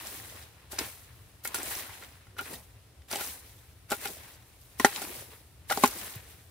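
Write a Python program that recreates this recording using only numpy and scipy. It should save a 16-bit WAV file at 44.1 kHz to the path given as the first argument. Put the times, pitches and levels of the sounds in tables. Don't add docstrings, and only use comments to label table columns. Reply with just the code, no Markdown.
import sys
import numpy as np
from scipy import signal
from scipy.io import wavfile
from scipy.ndimage import map_coordinates

SR = 44100
rng = np.random.default_rng(int(sys.argv[2]) if len(sys.argv) > 2 else 0)


def pcm_store(signal):
    levels = np.round(np.clip(np.atleast_2d(signal), -1, 1) * 32767)
    wavfile.write(sys.argv[1], SR, levels.astype(np.int16).T)


N = 286650


def from_db(db):
    return 10 ** (np.asarray(db) / 20)


def rms_one(x):
    return x / np.sqrt(np.mean(x ** 2) + 1e-20)


def in_time(rows):
    start_s, *columns = np.transpose(rows)
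    return [np.interp(np.arange(N) / SR, start_s, column) for column in columns]


def at_hz(points, hz):
    points_hz, values = np.array(points).T
    return np.interp(np.log(hz), np.log(points_hz), values)


def drift(rate_hz):
    pole = np.exp(-2 * np.pi * rate_hz * 20 / SR)
    chance = rng.standard_normal(N // 20 + 2002)
    slow = signal.lfilter([1], [1, -2 * pole, pole * pole], chance)[2000:]
    return np.interp(np.arange(N) / 20, np.arange(len(slow)), rms_one(slow))


def add(out, start_s, sound):
    i = round(start_s * SR)
    out[..., i:i + sound.shape[-1]] += sound[..., :N - i]


def ring(force, modes):
    out = 0
    for pitch_hz, level_db, t60_s in modes:
        pole = from_db(-60 / (max(t60_s, .002) * SR))
        turn = 2 * np.pi * pitch_hz / SR
        resonator = [1, -2 * pole * np.cos(turn), pole * pole]
        out = out + from_db(level_db) * signal.lfilter([0, np.sin(turn)], resonator, force + 1e-18)
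    return out


def grit(per_s, uneven_db, shape):
    sizes_db = uneven_db * np.minimum(rng.exponential(1, shape), 3.5)
    sizes = from_db(sizes_db) * rng.standard_normal(shape)
    return rms_one(sizes * (rng.random(shape) < per_s / SR))


# (pitch_hz, likeness [0 to 1])
CHANNEL_LIKENESS = [(60, 0.98), (150, 0.93), (380, 0.74), (950, 0.49), (2380, 0.31), (5980, 0.0043),
                    (15000, 0.12)]
# (pitch_hz, left_over_right_db)
LEFT_BALANCE = [(60, 0), (150, 3.5), (380, 1), (950, 3), (2380, 1), (5980, -2.5), (15000, 5)]


def banded(white, spectrum, patchy_db, rate_hz):
    out, together = 0, drift(rate_hz)
    edges = 22 * 2 ** np.arange(0, 10, .5)
    for k, (low, high) in enumerate(zip(edges, edges[1:])):
        hz = np.sqrt(low * high)
        if not spectrum[0][0] < hz < 1.05 * spectrum[-1][0]:
            continue
        band = signal.butter(2, [low, high], "band", fs=SR, output="sos")
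        mid, side = signal.sosfilt(band, white[k % 2])
        alike = np.clip(at_hz(CHANNEL_LIKENESS, hz), -1, 1)
        gain = from_db(at_hz(spectrum, hz) + patchy_db * (together + drift(rate_hz)))
        pair = np.sqrt(1 + alike) * mid + np.sqrt(1 - alike) * side * [[1], [-1]]
        balance = from_db(at_hz(LEFT_BALANCE, hz) * np.array([[.5], [-.5]]))
        out = out + gain * pair * balance
    return rms_one(out)


# (pitch_hz, relative level_db)
RUMBLE_TONE = [(15, -43), (25, -30.5), (59, 3.5), (86, 8.5), (111, 2), (183, -16.5), (220, -30), (290, -58),
               (480, -120)]
RUMBLE_DB = -56.5


def rumble():
    white = rng.standard_normal((2, 2, N))
    return from_db(RUMBLE_DB) * banded(white, RUMBLE_TONE, patchy_db=1.5, rate_hz=15.0)


# (pitch_hz, relative level_db)
AIR_TONE = [(120, -33.5), (200, -5.5), (311, 0), (1160, -8.5), (4120, -11), (6520, -16), (10700, -12),
            (15100, -20.5), (16000, -23)]
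AIR_DB = -62.5


def air():
    white = rng.standard_normal((2, 2, N))
    return from_db(AIR_DB) * banded(white, AIR_TONE, patchy_db=.3, rate_hz=8.0)


# (start_s, soil level_db, grass level_db)
PULL_STROKES = [
    [(0, -46.5, -53), (.13, -49.5, -47), (.22, -54.5, -52), (.44, -53.5, -58.5), (.5, -61, -69.5),
     (.69, -64.5, -78)],
    [(.7, -63, -67), (.72, -50.5, -45.5), (.77, -50.5, -57.5), (.85, -49, -47), (.93, -58, -53),
     (1.1, -62.5, -67.5), (1.3, -69.5, -69.5), (1.43, -68, -76)],
    [(1.44, -60, -47), (1.47, -46.5, -63), (1.53, -52, -57), (1.6, -43.5, -50), (1.7, -45.5, -41.5),
     (1.8, -46.5, -44.5), (1.9, -51, -57), (2.04, -53.5, -59), (2.11, -60, -65), (2.36, -68, -85)],
    [(2.375, -58, -65), (2.4, -43.5, -65), (2.44, -53, -54), (2.52, -50.5, -49.5), (2.62, -67.5, -61.5),
     (2.75, -67.5, -74), (3.07, -91, -86)],
    [(3.085, -58, -64), (3.12, -45.5, -45.5), (3.2, -45, -43.5), (3.3, -50, -43.5), (3.42, -60.5, -60),
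     (3.6, -65, -65.5), (3.88, -74, -75)],
    [(3.893, -53, -63), (3.92, -35.5, -45), (3.97, -55, -55), (4.05, -43.5, -44.5), (4.15, -56.5, -52.5),
     (4.21, -54.5, -58), (4.3, -56.5, -59), (4.4, -64.5, -69), (4.62, -72, -66), (4.78, -62.5, -65)],
    [(4.79, -63, -48), (4.81, -43.5, -49), (4.9, -51, -53), (4.96, -42.5, -46), (5.06, -49, -49.5),
     (5.19, -50, -50), (5.26, -60.5, -56), (5.33, -57, -59.5), (5.5, -78.5, -70.5), (5.67, -66, -76)],
    [(5.688, -62, -52), (5.71, -50, -40), (5.76, -46.5, -43.5), (5.87, -45.5, -42.5), (5.93, -46.5, -47),
     (6.0, -47, -44.5), (6.12, -50.5, -51), (6.25, -58.5, -65), (6.31, -57.5, -58.5), (6.4, -66, -67),
     (6.5, -71.5, -69)],
]


def pulled():
    return in_time([row for stroke in PULL_STROKES for row in stroke])


def swell(rise_s, t60_s):
    t, rise_s = np.arange(SR // 2) / SR, max(rise_s, .0005)
    fall_db = -60 * np.maximum(t - rise_s, 0) / max(t60_s, .01)
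    return np.minimum(t / rise_s, 1) ** 2 * from_db(fall_db)


CLOD_DB = -7.5
LEAF_DB, LEAF_SHARE = -0.5, 0.59
BITE_CLOD_DB, BITE_LEAF_DB = -19.5, -7.5
CRUMBLE_RISE_S = 0.013
# (start_s, soil level_db, grass level_db, rise_s, t60_s)
TURF_BITES = [(.711, -60, -49, 0.0098, 0.049), (0.785, -35.5, -42, 0.00083, .21),
              (1.445, -52, -35.5, 0.0044, 0.088), (1.543, -35, -30.5, 0.0014, 0.11),
              (1.699, -42, -49, 0.011, 0.22), (2.381, -43.5, -46.5, 0.0042, .06),
              (2.529, -57, -50, 0.0045, 0.11), (3.098, -50, -48, 0.012, .17),
              (3.125, -42, -54, 0.0072, .12), (3.199, -47, -45.5, 0.011, 0.18),
              (3.902, -40, -41.5, 0.019, 0.11), (4.053, -36.5, -40, .0037, 0.029),
              (4.796, -36, -36.5, 0.0014, 0.051), (4.851, -30, -33, 0.0011, 0.14),
              (5.01, -53, -43, .01, 0.14), (5.692, -31, -53.5, 0.01, .085),
              (5.717, -37, -35, 0.0033, 0.032), (5.82, -35, -39, 0.012, .043),
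              (5.835, -21.5, -30, .002, 0.084)]
# (start_s, level_db, t60_s)
CLOD_CRUMBLES = [(.715, -47.5, 0.28), (.8, -43, 0.13), (1.57, -45, 0.18), (2.45, -47, 0.54),
                 (3.13, -55, 0.2), (3.22, -51, 0.26), (3.911, -47, 0.091), (4.07, -60, 0.36),
                 (5.0, -53.5, 0.96), (5.74, -42, 0.31)]


def pressure():
    soil, grass = pulled()
    leaf = LEAF_DB + LEAF_SHARE * grass + (1 - LEAF_SHARE) * soil
    gains = from_db([soil + CLOD_DB, soil, leaf, grass])
    for start_s, soil_db, grass_db, rise_s, t60_s in TURF_BITES:
        levels_db = [[soil_db + BITE_CLOD_DB], [soil_db], [grass_db + BITE_LEAF_DB], [grass_db]]
        add(gains, start_s, from_db(levels_db) * swell(rise_s, t60_s))
    for start_s, level_db, t60_s in CLOD_CRUMBLES:
        add(gains[0], start_s, from_db(level_db) * swell(CRUMBLE_RISE_S, t60_s))
    return gains


# (pitch_hz, relative level_db per Hz)
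CLOD_TONE = [(120, -29), (200, -4), (320, 0), (500, -1.5), (800, -3.5), (1400, -35)]


def breaking_clods():
    impacts = grit(800, 3.2, (2, 2, N))
    return banded(impacts, CLOD_TONE, patchy_db=3.0, rate_hz=16.0)


# (pitch_hz, relative level_db per Hz)
SOIL_TONE = [(400, -14), (700, -2.5), (1000, -2), (1600, 0), (2400, -2), (3500, -5.5), (5500, -15.5),
             (9000, -27)]
# (pitch_hz, relative level_db, t60_s)
HANDLE_MODES = [(600, -4, 0.04), (689, 0.5, 0.066), (786, 0, 0.069), (813, -2.5, 0.1), (863, 0, .06),
                (1039.5, -3, 0.046)]
# (pitch_hz, relative level_db, t60_s)
BLADE_MODES = [(1413, 7.5, 0.053), (1680, -8, 0.022), (1910, 3, 0.016), (2170, -9.5, 0.12), (2640, 1, 0.03),
               (2920, 5.5, 0.035), (4030, 6.5, 0.017), (5920, 3, 0.025), (6060, -18.5, .015),
               (7400, -25.5, .015)]


def grinding_soil():
    crumbs = grit(2500, 2.0, (2, 2, N))
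    soil = banded(crumbs, SOIL_TONE, patchy_db=1.52, rate_hz=24.0)
    shake = rms_one(ring(crumbs[0, 0], HANDLE_MODES + BLADE_MODES))
    return soil + from_db(-9.5) * shake


# (pitch_hz, relative level_db per Hz)
LEAF_TONE = [(1500, -31), (2600, -2), (4000, -8.5), (5500, -9), (7000, -8.5), (9000, -10), (13000, -11)]
# (pitch_hz, relative level_db per Hz)
GRASS_TONE = [(4000, -11), (6500, -12.5), (9000, -6.5), (11500, 2.5), (13000, -4.5), (14500, -9),
              (16000, -11)]


def tearing_plants():
    grains = grit(9000, 1.1, (2, 2, N))
    leaves = banded(grains, LEAF_TONE, patchy_db=1.56, rate_hz=29.5)
    grass = banded(grains, GRASS_TONE, patchy_db=0.83, rate_hz=18.0)
    return leaves, grass


def drag():
    clod_gain, grit_gain, leaf_gain, grass_gain = pressure()
    leaves, grass = tearing_plants()
    ground = clod_gain * breaking_clods() + grit_gain * grinding_soil()
    return ground + leaf_gain * leaves + grass_gain * grass


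TWIGS_PER_S, TWIG_DB = 7.8, 18.5
# (start_s, peak level_db, pitch_hz)
STEM_SNAPS = [(0.07, -22, 9500), (0.322, -44, 2500), (.4624, -54, 2100), (1.4752, -15, 11300),
              (1.619, -37, 2760), (1.6315, -18, 11100), (1.657, -22, 9110), (1.753, -25, 4940),
              (1.834, -27.5, 2190), (1.9623, -41, 2720), (2.0364, -34.5, 2560), (2.047, -36, 2530),
              (2.411, -26, 13500), (2.271, -55, 2300), (3.02, -44, 2300), (3.085, -43, 3430),
              (3.128, -19, 4350), (3.159, -21, 3970), (3.169, -24, 8920), (3.903, -22.5, 7960),
              (3.9675, -31, 11900), (4.014, -29, 11400), (4.084, -22, 12100), (4.6149, -37.5, 10000),
              (4.961, -17.5, 3860), (5.703, -16, 6500), (5.859, -10, 10800), (5.8764, -15, 10600),
              (6.046, -25, 10500), (6.157, -27, 12500)]


def snaps():
    out, t = np.zeros(N), np.arange(SR // 50) / SR
    grass_db = pulled()[1]
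    twigs = []
    for when, high in rng.random((int(TWIGS_PER_S * N / SR), 2)):
        twigs.append((when * N / SR, grass_db[int(when * N)] + TWIG_DB, 2000 * 6 ** high))
    for start_s, peak_db, pitch_hz in STEM_SNAPS + twigs:
        band = signal.butter(1, [.75 * pitch_hz, 1.3 * pitch_hz], "band", fs=SR, output="sos")
        burst = signal.sosfilt(band, rng.standard_normal(len(t)) * np.exp(-t / 0.00079))
        add(out, start_s, from_db(peak_db) * burst / np.max(np.abs(burst)))
    return out


REGION_OCTAVES = .2


def woken(modes, region_hz):
    picked = []
    for pitch_hz, level_db, t60_s in modes:
        away = np.log2(pitch_hz / region_hz) / REGION_OCTAVES
        picked.append((pitch_hz, level_db - min(6 * away ** 2, 19), t60_s))
    return picked


SINK_S, SINK_DB = .009, -3.5
GRIND_SHARE, CRACK_S = 0.19, 0.0011
KNOCK_CUT_HZ = 226
# (pitch_hz, relative level_db, t60_s)
LOW_HANDLE_MODES = [(276.4, -14, 0.021), (409, -13, 0.096)]
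# (start_s, handle level_db, handle region_hz, low handle level_db,
# blade level_db, blade region_hz, grind_s [time to fall to 37 %], crack level_db)
HOE_KNOCKS = [(.731, -41, 730, -48, -48, 1550, 0.0039, -52),
              (.789, -42, 820, -41.5, -33, 2400, 0.0026, -24.5),
              (1.453, -52, 880, -65, -31, 2190, .0025, -59),
              (1.545, -48, 720, -49, -35, 1420, 0.0036, -32.5),
              (1.586, -55, 630, -46, -42, 1400, 0.0027, -39),
              (2.025, -58, 850, -71, -44, 1760, 0.0011, -62), (2.269, -72, 730, -80, -56, 1650, .0018, -74),
              (2.367, -62, 740, -64, -48, 1400, 0.0029, -70), (2.389, -55, 820, -60, -37, 2570, 0.003, -52),
              (2.391, -53, 820, -66, -30, 1400, 0.0015, -59),
              (2.412, -45.5, 810, -43.5, -44, 1400, 0.0037, -60),
              (2.539, -53, 626, -66, -44, 2040, 0.0011, -45.5),
              (3.114, -42, 800, -49, -41, 1400, .0028, -34.5),
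              (3.133, -31.5, 780, -44, -54, 2400, 0.0025, -41),
              (3.157, -32.5, 870, -44, -38.5, 2820, .003, -36),
              (3.209, -40, 780, -45, -37.5, 1440, 0.0029, -55),
              (3.908, -49, 760, -61, -37, 1400, .003, -36),
              (3.918, -27.5, 770, -32.5, -29, 1400, 0.0068, -32),
              (4.055, -36.5, 744, -42, -41.5, 1400, 0.0049, -46),
              (4.798, -25.5, 1093, -29, -27, 2080, 0.0059, -31),
              (4.847, -11, 894, -20, -9, 1900, 0.0019, -16.5),
              (5.018, -36, 780, -43, -42, 1410, 0.0053, -38.5),
              (5.7101, -25, 810, -63, -26, 1440, 0.0085, -34),
              (5.724, -44, 784, -65, -24.5, 1740, 0.0024, -29),
              (5.7737, -24.5, 790, -28, -53, 1400, 0.0026, -31.5),
              (5.837, -10.5, 950, -21, -23.5, 2040, 0.0042, -25.5),
              (5.8423, -23, 880, -24.5, -27, 1390, 0.0022, -58)]


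def knocks():
    out, t = np.zeros(N), np.arange(SR // 6) / SR
    crack_band = signal.butter(2, [3000, 10000], "band", fs=SR, output="sos")
    gripped = from_db(SINK_DB * np.clip((t - SINK_S) / 0.0017, 0, 1))
    for start_s, handle_db, handle_hz, low_db, blade_db, blade_hz, grind_s, crack_db in HOE_KNOCKS:
        grind_noise, crack_noise = rng.standard_normal((2, len(t)))
        force = GRIND_SHARE * grind_noise * np.exp(-t / max(grind_s, .0003))
        force[0] = 1
        handle = ring(force, woken(HANDLE_MODES, handle_hz))
        low_handle = ring(force, LOW_HANDLE_MODES)
        blade = ring(force, woken(BLADE_MODES, blade_hz))
        crack = signal.sosfilt(crack_band, crack_noise * np.exp(-t / CRACK_S))
        knock = np.zeros(len(t))
        for level_db, part in zip([handle_db, low_db, blade_db, crack_db], [handle, low_handle, blade, crack]):
            knock += from_db(level_db) * part / np.std(part[:SR // 200])
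        add(out, start_s, gripped * knock)
    return signal.sosfilt(signal.butter(3, KNOCK_CUT_HZ, "high", fs=SR, output="sos"), out)


# (start_s, level_db, first pitch_hz, last pitch_hz, t60_s)
LOW_THUDS = [(4.849, -20, 264, 236, 0.043), (5.836, -16, 272, 233, 0.078), (6.160, -32, 141, 61, 0.14)]


def thuds():
    out, t = np.zeros(N), np.arange(SR // 3) / SR
    for start_s, level_db, first_hz, last_hz, t60_s in LOW_THUDS:
        pitch_hz = last_hz + (first_hz - last_hz) * np.exp(-t / 0.0286)
        tone = np.sin(2 * np.pi * np.cumsum(pitch_hz) / SR)
        onset = 1 - np.exp(-t / .003)
        add(out, start_s, from_db(level_db - 60 * t / t60_s) * onset * tone)
    return out


SCATTER_DB, SCATTER_T60_S = -6, .05
SCATTER_FROM_HZ = 1900
# (start_s, left lag [microseconds])
LEFT_LAGS = [(0, 54), (3, 10.5), (6.5, -81.5)]


def placed(x):
    lag_us, = in_time(LEFT_LAGS)
    heard_at = np.clip(np.arange(N) - lag_us * 1e-6 * SR, 0, N - 1)
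    left = map_coordinates(x, [heard_at], order=3)
    t = np.arange(SR // 5) / SR
    scatter = rng.standard_normal((2, len(t))) * from_db(-60 * t / SCATTER_T60_S) * (t > .0004)
    scatter = signal.sosfilt(signal.butter(1, SCATTER_FROM_HZ, "high", fs=SR, output="sos"), scatter)
    scatter = scatter / np.sqrt(np.sum(scatter ** 2, axis=1, keepdims=True))
    echoes = signal.fftconvolve(x[None], scatter, axes=1)[:, :N]
    direct = np.array([left * from_db(-1.23), x * from_db(-2.16)])
    return direct + from_db(SCATTER_DB) * echoes


def scene():
    background = rumble() + air()
    return background + drag() + placed(snaps() + knocks() + thuds())


ROUNDING_LEVEL = .8
CUTOFF_HZ = 16150


def record(dry):
    rounded = dry / (1 + np.abs(dry / ROUNDING_LEVEL) ** 4) ** .25
    return signal.sosfilt(signal.cheby2(18, 60, CUTOFF_HZ, fs=SR, output="sos"), rounded)


dry = scene()
out = record(dry)
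pcm_store(out)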